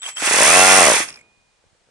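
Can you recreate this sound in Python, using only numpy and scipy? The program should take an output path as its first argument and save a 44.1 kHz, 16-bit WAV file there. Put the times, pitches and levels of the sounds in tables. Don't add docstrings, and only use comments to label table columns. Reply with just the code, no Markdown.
import sys
import numpy as np
from scipy import signal
from scipy.fft import rfft, irfft
from scipy.io import wavfile
from scipy.ndimage import uniform_filter1d

SR = 44100
rng = np.random.default_rng(int(sys.argv[2]) if len(sys.argv) > 2 else 0)


def volts(x):
    e = np.asarray(x, float) / 20
    return 10 ** e


def digitize_waveform(pressure):
    field = np.atleast_2d(pressure).T
    bounded = np.clip(field, -1, 1)
    quanta = np.round(bounded * 32767).astype(np.int16)
    wavfile.write(sys.argv[1], SR, quanta)


N = 83790

# time in seconds, speed in turns per second.
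CRANK_SPEED = [(0.15, 0.0), (0.25, 19.82), (0.33, 33.34), (0.42, 60.13), (0.5, 83.35), (0.57, 91.91),
               (0.65, 93.31), (0.78, 94.86), (0.83, 85.98), (0.89, 64.08), (0.95, 39.67), (1.02, 12.33),
               (1.15, 2.0), (1.25, 0.0)]
# time in seconds, extra turns per second.
ROTOR_LURCH = [
    (0, 7.5),
    (.09, 4),
    (.15, 14.5),
]
# time in seconds, level in dB.
TOOTH_LOAD = [(0, -74), (.017, -80), (.024, -41.5), (.09, -28), (.15, -56), (.165, -35.5), (.24, -18.5),
              (.39, -14), (.43, -11.5), (.78, -10.5), (.97, -16), (1.03, -22.5), (1.07, -40), (1.085, -34),
              (1.115, -45.5), (1.2, -58), (1.23, -77.5)]
# time in seconds, level in dB.
WINDING_CURRENT = [(0, -45.5), (.03, -35), (.14, -40), (.17, -33.5), (.4, -31), (.5, -36), (.8, -44),
                   (.86, -63.5)]
# frequency in Hz at full speed, level in dB,
# decay to -60 dB in seconds, power by which the pitch follows speed.
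PORT_MODES = [(231, -16.5, .03, 0.056), (505, -19.5, 0.0083, 0.22), (641, -8, 0.033, 0.061),
              (757, -5.5, 0.043, 0.48), (815, -4.5, 0.016, 0.057), (1085, -2, .015, 0.2),
              (1411, -15, 0.052, .6)]
# count per turn, level in dB, timing jitter as a share of the gap, # size spread in dB.
REGULAR_BLOWS = [(29, -6, .15, 6), (15, -4, .08, 4), (22, -10, .12, 5)]
# centre in Hz, depth in dB,
# crest as a share of the turn, lag of the left side in seconds.
RATTLE_SWELL = [(900, 4, 0.94, 0.000041), (2400, 4, 0.71, 0.000029), (5500, 3.5, 0.34, 0.00019),
                (8900, 4.5, 0.19, .00023)]
# frequency in Hz, level in dB.
CASING_COLOUR = [(100, -38), (500, -8), (1300, 0), (2400, 3.5), (4300, -6), (6300, -6), (10000, 0),
                 (11900, -11.5)]
# centre in Hz, width in Hz, lift in dB.
CASING_HUMPS = [(2150, 100, -2), (2884, 83, -5), (5300, 400, -1), (6400, 1800, 6.5), (11200, 240, 3.5),
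                (3430, 200, 4.5)]
# frequency in Hz, level in dB, decay to -60 dB in seconds.
BRACKET_MODES = [(2070, -41, .1), (2245, -42, .08), (1290, -45, .07), (2370, -43, .09), (3010, -45, .08),
                 (5240, -44, .06), (5480, -44, .06), (6390, -46, .06), (10400, -45, .06), (2730, -42, .1)]
# frequency in Hz, level in dB, decay to -60 dB in seconds.
BRACKET_BELL = [(2455, -72, 1.25), (2546, -77, .7)]
# start in seconds, peak in dB, ring in Hz.
LONE_TEETH = [(0.019, -30.5, 3520), (0.02, -30.5, 9600), (0.0309, -27, 3480), (0.041, -27, 3320),
              (0.053, -30, 2960), (0.0615, -22.5, 3180), (0.077, -34, 900), (0.096, -39, 2400),
              (.164, -32, 5500), (0.1692, -20, 3170), (0.18, -22, 3226), (0.203, -25.5, 1449),
              (0.2736, -14, 2900), (1.086, -25, 5430), (1.088, -31, 2410), (1.096, -32, 9900),
              (1.104, -28, 5260), (1.126, -34, 5450), (1.141, -35, 5300), (1.158, -36, 5240),
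              (1.1634, -43.5, 10000), (1.172, -39, 2333), (1.188, -49.5, 7760), (1.191, -45.5, 2220),
              (1.2113, -47.5, 7960), (1.211, -45.5, 2217)]
# start in seconds, peak in dB.
ROOM_KNOCKS = [(1.64, -51.5), (1.749, -57), (1.818, -62), (1.872, -58), (1.888, -51.5)]
# frequency in Hz, level in dB.
AIR_COLOUR = [(15, -27.5), (25, 10), (265, -4), (478, 1.5), (884, 2.5), (1090, -2), (1270, -0.5),
              (9130, -8), (11500, -23), (15000, -50), (22000, -120)]

LEFT_LAG_S, PORT_LAG_S, LEFT_DB, PORT_LEFT_DB = .00012, .0001, -0.38, -0.08


def rms_one(x):
    return x / np.sqrt(np.mean(x ** 2) + 1e-20)


def in_time(rows, after):
    return np.interp(np.arange(N) / SR, *np.transpose(rows), right=after)


def band(x, low_hz, high_hz):
    return signal.sosfilt(signal.butter(2, [low_hz, high_hz], "band", fs=SR, output="sos"), x)


def ring(x, hz, t60):
    radius = volts(-60 / (t60 * SR))
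    angle = 2 * np.pi * hz / SR
    return signal.lfilter([0, np.sin(angle)], [1, -2 * radius * np.cos(angle), radius ** 2], x + 1e-18)


def coloured(x, spectrum, humps=()):
    hz = np.linspace(1, SR / 2, 2049)
    f, level = np.transpose(spectrum)
    db = np.interp(np.log(hz), np.log(f), level)
    for centre, width, lift in humps:
        db = db + lift / (1 + (2 * (hz - centre) / width) ** 2)
    cepstrum = irfft(db * np.log(10) / 20)
    cepstrum[1:2048] *= 2
    cepstrum[2049:] = 0
    impulse = irfft(np.exp(rfft(cepstrum)))
    return signal.fftconvolve(x, impulse[None], axes=-1)[:, :N]


def passes(turns, count):
    return np.flatnonzero(np.diff(np.floor(turns * count)) > 0)


def stereo(x, lag_s, left_db):
    hz = np.fft.rfftfreq(N, 1 / SR)
    late = irfft(rfft(x[0]) * np.exp(-2j * np.pi * hz * lag_s), N)
    return np.array([volts(left_db) * late, volts(-left_db) * x[-1]])


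def quiet_room():
    noise = rng.standard_normal((2, N)) + .6 * rng.standard_normal(N)
    hiss = volts(-65) * rms_one(coloured(noise, AIR_COLOUR))
    gusts = (rng.random((2, N)) < 45 / SR) * rng.standard_normal((2, N)) + 1e-18
    lumps = volts(-72) * rms_one(band(gusts, 20, 170))
    clicks = np.zeros(N)
    for start, db in ROOM_KNOCKS:
        clicks[int(start * SR)] = -volts(db)
    knocks = ring(clicks, hz=500, t60=.022) + 0.38 * ring(clicks, hz=1460, t60=0.014)
    return hiss + lumps + knocks


def workshop(x):
    room_db, t60 = -17, .22
    t = np.arange(SR // 2) / SR
    tail = rng.standard_normal((2, len(t))) * volts(-60 * t / t60) * (t > .004)
    tail = signal.lfilter([.5], [1, -.5], tail)
    tail = tail / np.sqrt(np.sum(tail[0] ** 2))
    return volts(room_db) * signal.fftconvolve(x, tail, axes=-1)[:, :N]


def bench():
    bench_db, t60 = -33, .7
    keep = volts(-60 / (t60 * SR))
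    shake = signal.lfilter([1 - keep], [1, -keep], volts(in_time(TOOTH_LOAD, after=-120)))
    rumble = rms_one(band(rng.standard_normal(N), 90, 800))
    return stereo([volts(bench_db) * shake * rumble], PORT_LAG_S, PORT_LEFT_DB)


def motor_whine(rotor_turns):
    chop_hz, poles_per_turn, sideband_depth = 7749, 15, .45
    wander = np.cumsum(rng.standard_normal(N)) * .01
    poles = 2 * np.pi * poles_per_turn * rotor_turns + wander
    chop = np.sin(2 * np.pi * chop_hz * np.arange(N) / SR)
    tone = chop * (1 + sideband_depth * np.cos(poles))
    magnet_bell = rms_one(ring(rng.standard_normal(N), hz=3170, t60=2.2 / 60))
    current = volts(in_time(WINDING_CURRENT, after=-120))
    return stereo([current * (tone + volts(-13) * magnet_bell)], LEFT_LAG_S, LEFT_DB)


def lone_teeth():
    crack_t60, ring_t60, lift_db = .012, .028, 2.5
    out, t = np.zeros(N), np.arange(2000) / SR
    for start, db, hz in LONE_TEETH:
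        crack = rng.standard_normal(len(t)) * volts(-60 * t / crack_t60)
        rough_ring = ring(crack, hz, ring_t60 * min(1, (3300 / hz) ** 2))
        rough_ring = rough_ring / np.abs(rough_ring).max()
        out[int(start * SR):][:len(t)] += volts(db + lift_db) * (.35 * crack + 0.9 * rough_ring)
    out = signal.sosfilt(signal.butter(2, 500, "high", fs=SR, output="sos"), out)
    return stereo([out], LEFT_LAG_S, LEFT_DB)


def contacts(turns):
    chatter_per_s, chatter_db, size_spread_db, one_sided = 6000, 0.5, 2.2, 1.4
    sizes = volts(size_spread_db * np.minimum(rng.exponential(1, (3, N)), 4))
    sizes = sizes * rng.choice([-1, 1], (3, N))
    chatter = rms_one(sizes * (rng.random((3, N)) < chatter_per_s / SR))
    teeth = np.zeros(N + SR)
    for per_turn, db, jitter, spread_db in REGULAR_BLOWS:
        at = passes(turns, count=per_turn)
        gap = np.gradient(at)
        late = np.abs(jitter * gap * rng.standard_normal(len(at)))
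        blows = volts(db + spread_db * rng.standard_normal(len(at)))
        blows = blows * np.sqrt(np.minimum(gap, 60))
        np.add.at(teeth, (at + np.minimum(late, 99)).astype(int), blows)
    teeth = teeth[:N] - uniform_filter1d(teeth[:N], size=64)
    return rms_one(teeth + volts(chatter_db) * (chatter[0] + one_sided * chatter[1:]))


def gears(speed, turns):
    hits, load = contacts(turns), volts(in_time(TOOTH_LOAD, after=-120))
    bracket = np.zeros(N)
    for k, (hz, db, t60) in enumerate(BRACKET_MODES + BRACKET_BELL):
        bracket += volts(db) * ring(load * hits[k % 2], hz, t60)
    out = stereo([bracket], PORT_LAG_S, LEFT_DB)
    casing = rfft(rms_one(coloured(hits, CASING_COLOUR, CASING_HUMPS)))
    log_hz = np.log(np.fft.rfftfreq(N, 1 / SR) + 1)
    centres = np.log([row[0] for row in RATTLE_SWELL])
    for share, (hz, depth_db, crest, lag_s) in zip(np.eye(len(RATTLE_SWELL)), RATTLE_SWELL):
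        rattle = irfft(casing * np.interp(log_hz, centres, share), N)
        depth = depth_db * np.sqrt(speed / speed.max())
        swell = volts(depth * np.cos(2 * np.pi * (turns - crest)))
        out += stereo(load * swell * rattle, lag_s, LEFT_DB)
    return out


def engine_puffs(speed, turns):
    puff_db, db_per_octave, spread_db = -9, 4.5, 2.84
    port_opens_turn, lead_s, stall_speed = .55, .0012, 12
    at = passes(turns - port_opens_turn + 1, count=1)
    at = at[speed[at] > stall_speed]
    paces = speed[at] / speed.max()
    gains = volts(puff_db + db_per_octave * np.log2(paces) + spread_db * rng.standard_normal(len(at)))
    t, out = np.arange(2500) / SR, np.zeros(N + SR)
    for i, gain, pace in zip(at - int(lead_s * SR), gains, paces):
        for hz, db, t60, follow in PORT_MODES:
            mode = np.sin(2 * np.pi * hz * pace ** follow * t)
            out[i:i + len(t)] -= gain * volts(db - 60 * t / t60) * mode
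    puffs = band(out[:N], 230, 1400)
    unbalance_hum = volts(-43) * speed / speed.max() * np.sin(2 * np.pi * turns)
    return stereo([puffs + unbalance_hum], PORT_LAG_S, PORT_LEFT_DB)


def scene():
    speed = in_time(CRANK_SPEED, after=0)
    turns = np.cumsum(speed) / SR
    rotor_turns = turns + np.cumsum(in_time(ROTOR_LURCH, after=0)) / SR
    rig = engine_puffs(speed, turns) + gears(speed, turns)
    rig = rig + bench() + lone_teeth() + motor_whine(rotor_turns)
    return rig + workshop(rig) + quiet_room()


def low_pass(x):
    return signal.sosfilt(signal.butter(12, 12130, fs=SR, output="sos"), x)


def record(dry):
    preamp_top = 1.35
    x = band(volts(1) * dry, 28, 12000)
    x = preamp_top * np.tanh(x / preamp_top)
    x = signal.sosfilt(signal.cheby2(14, 70, 12630, fs=SR, output="sos"), x)
    return low_pass(np.clip(x, -1, 1))


dry = scene()
out = record(dry)
digitize_waveform(out)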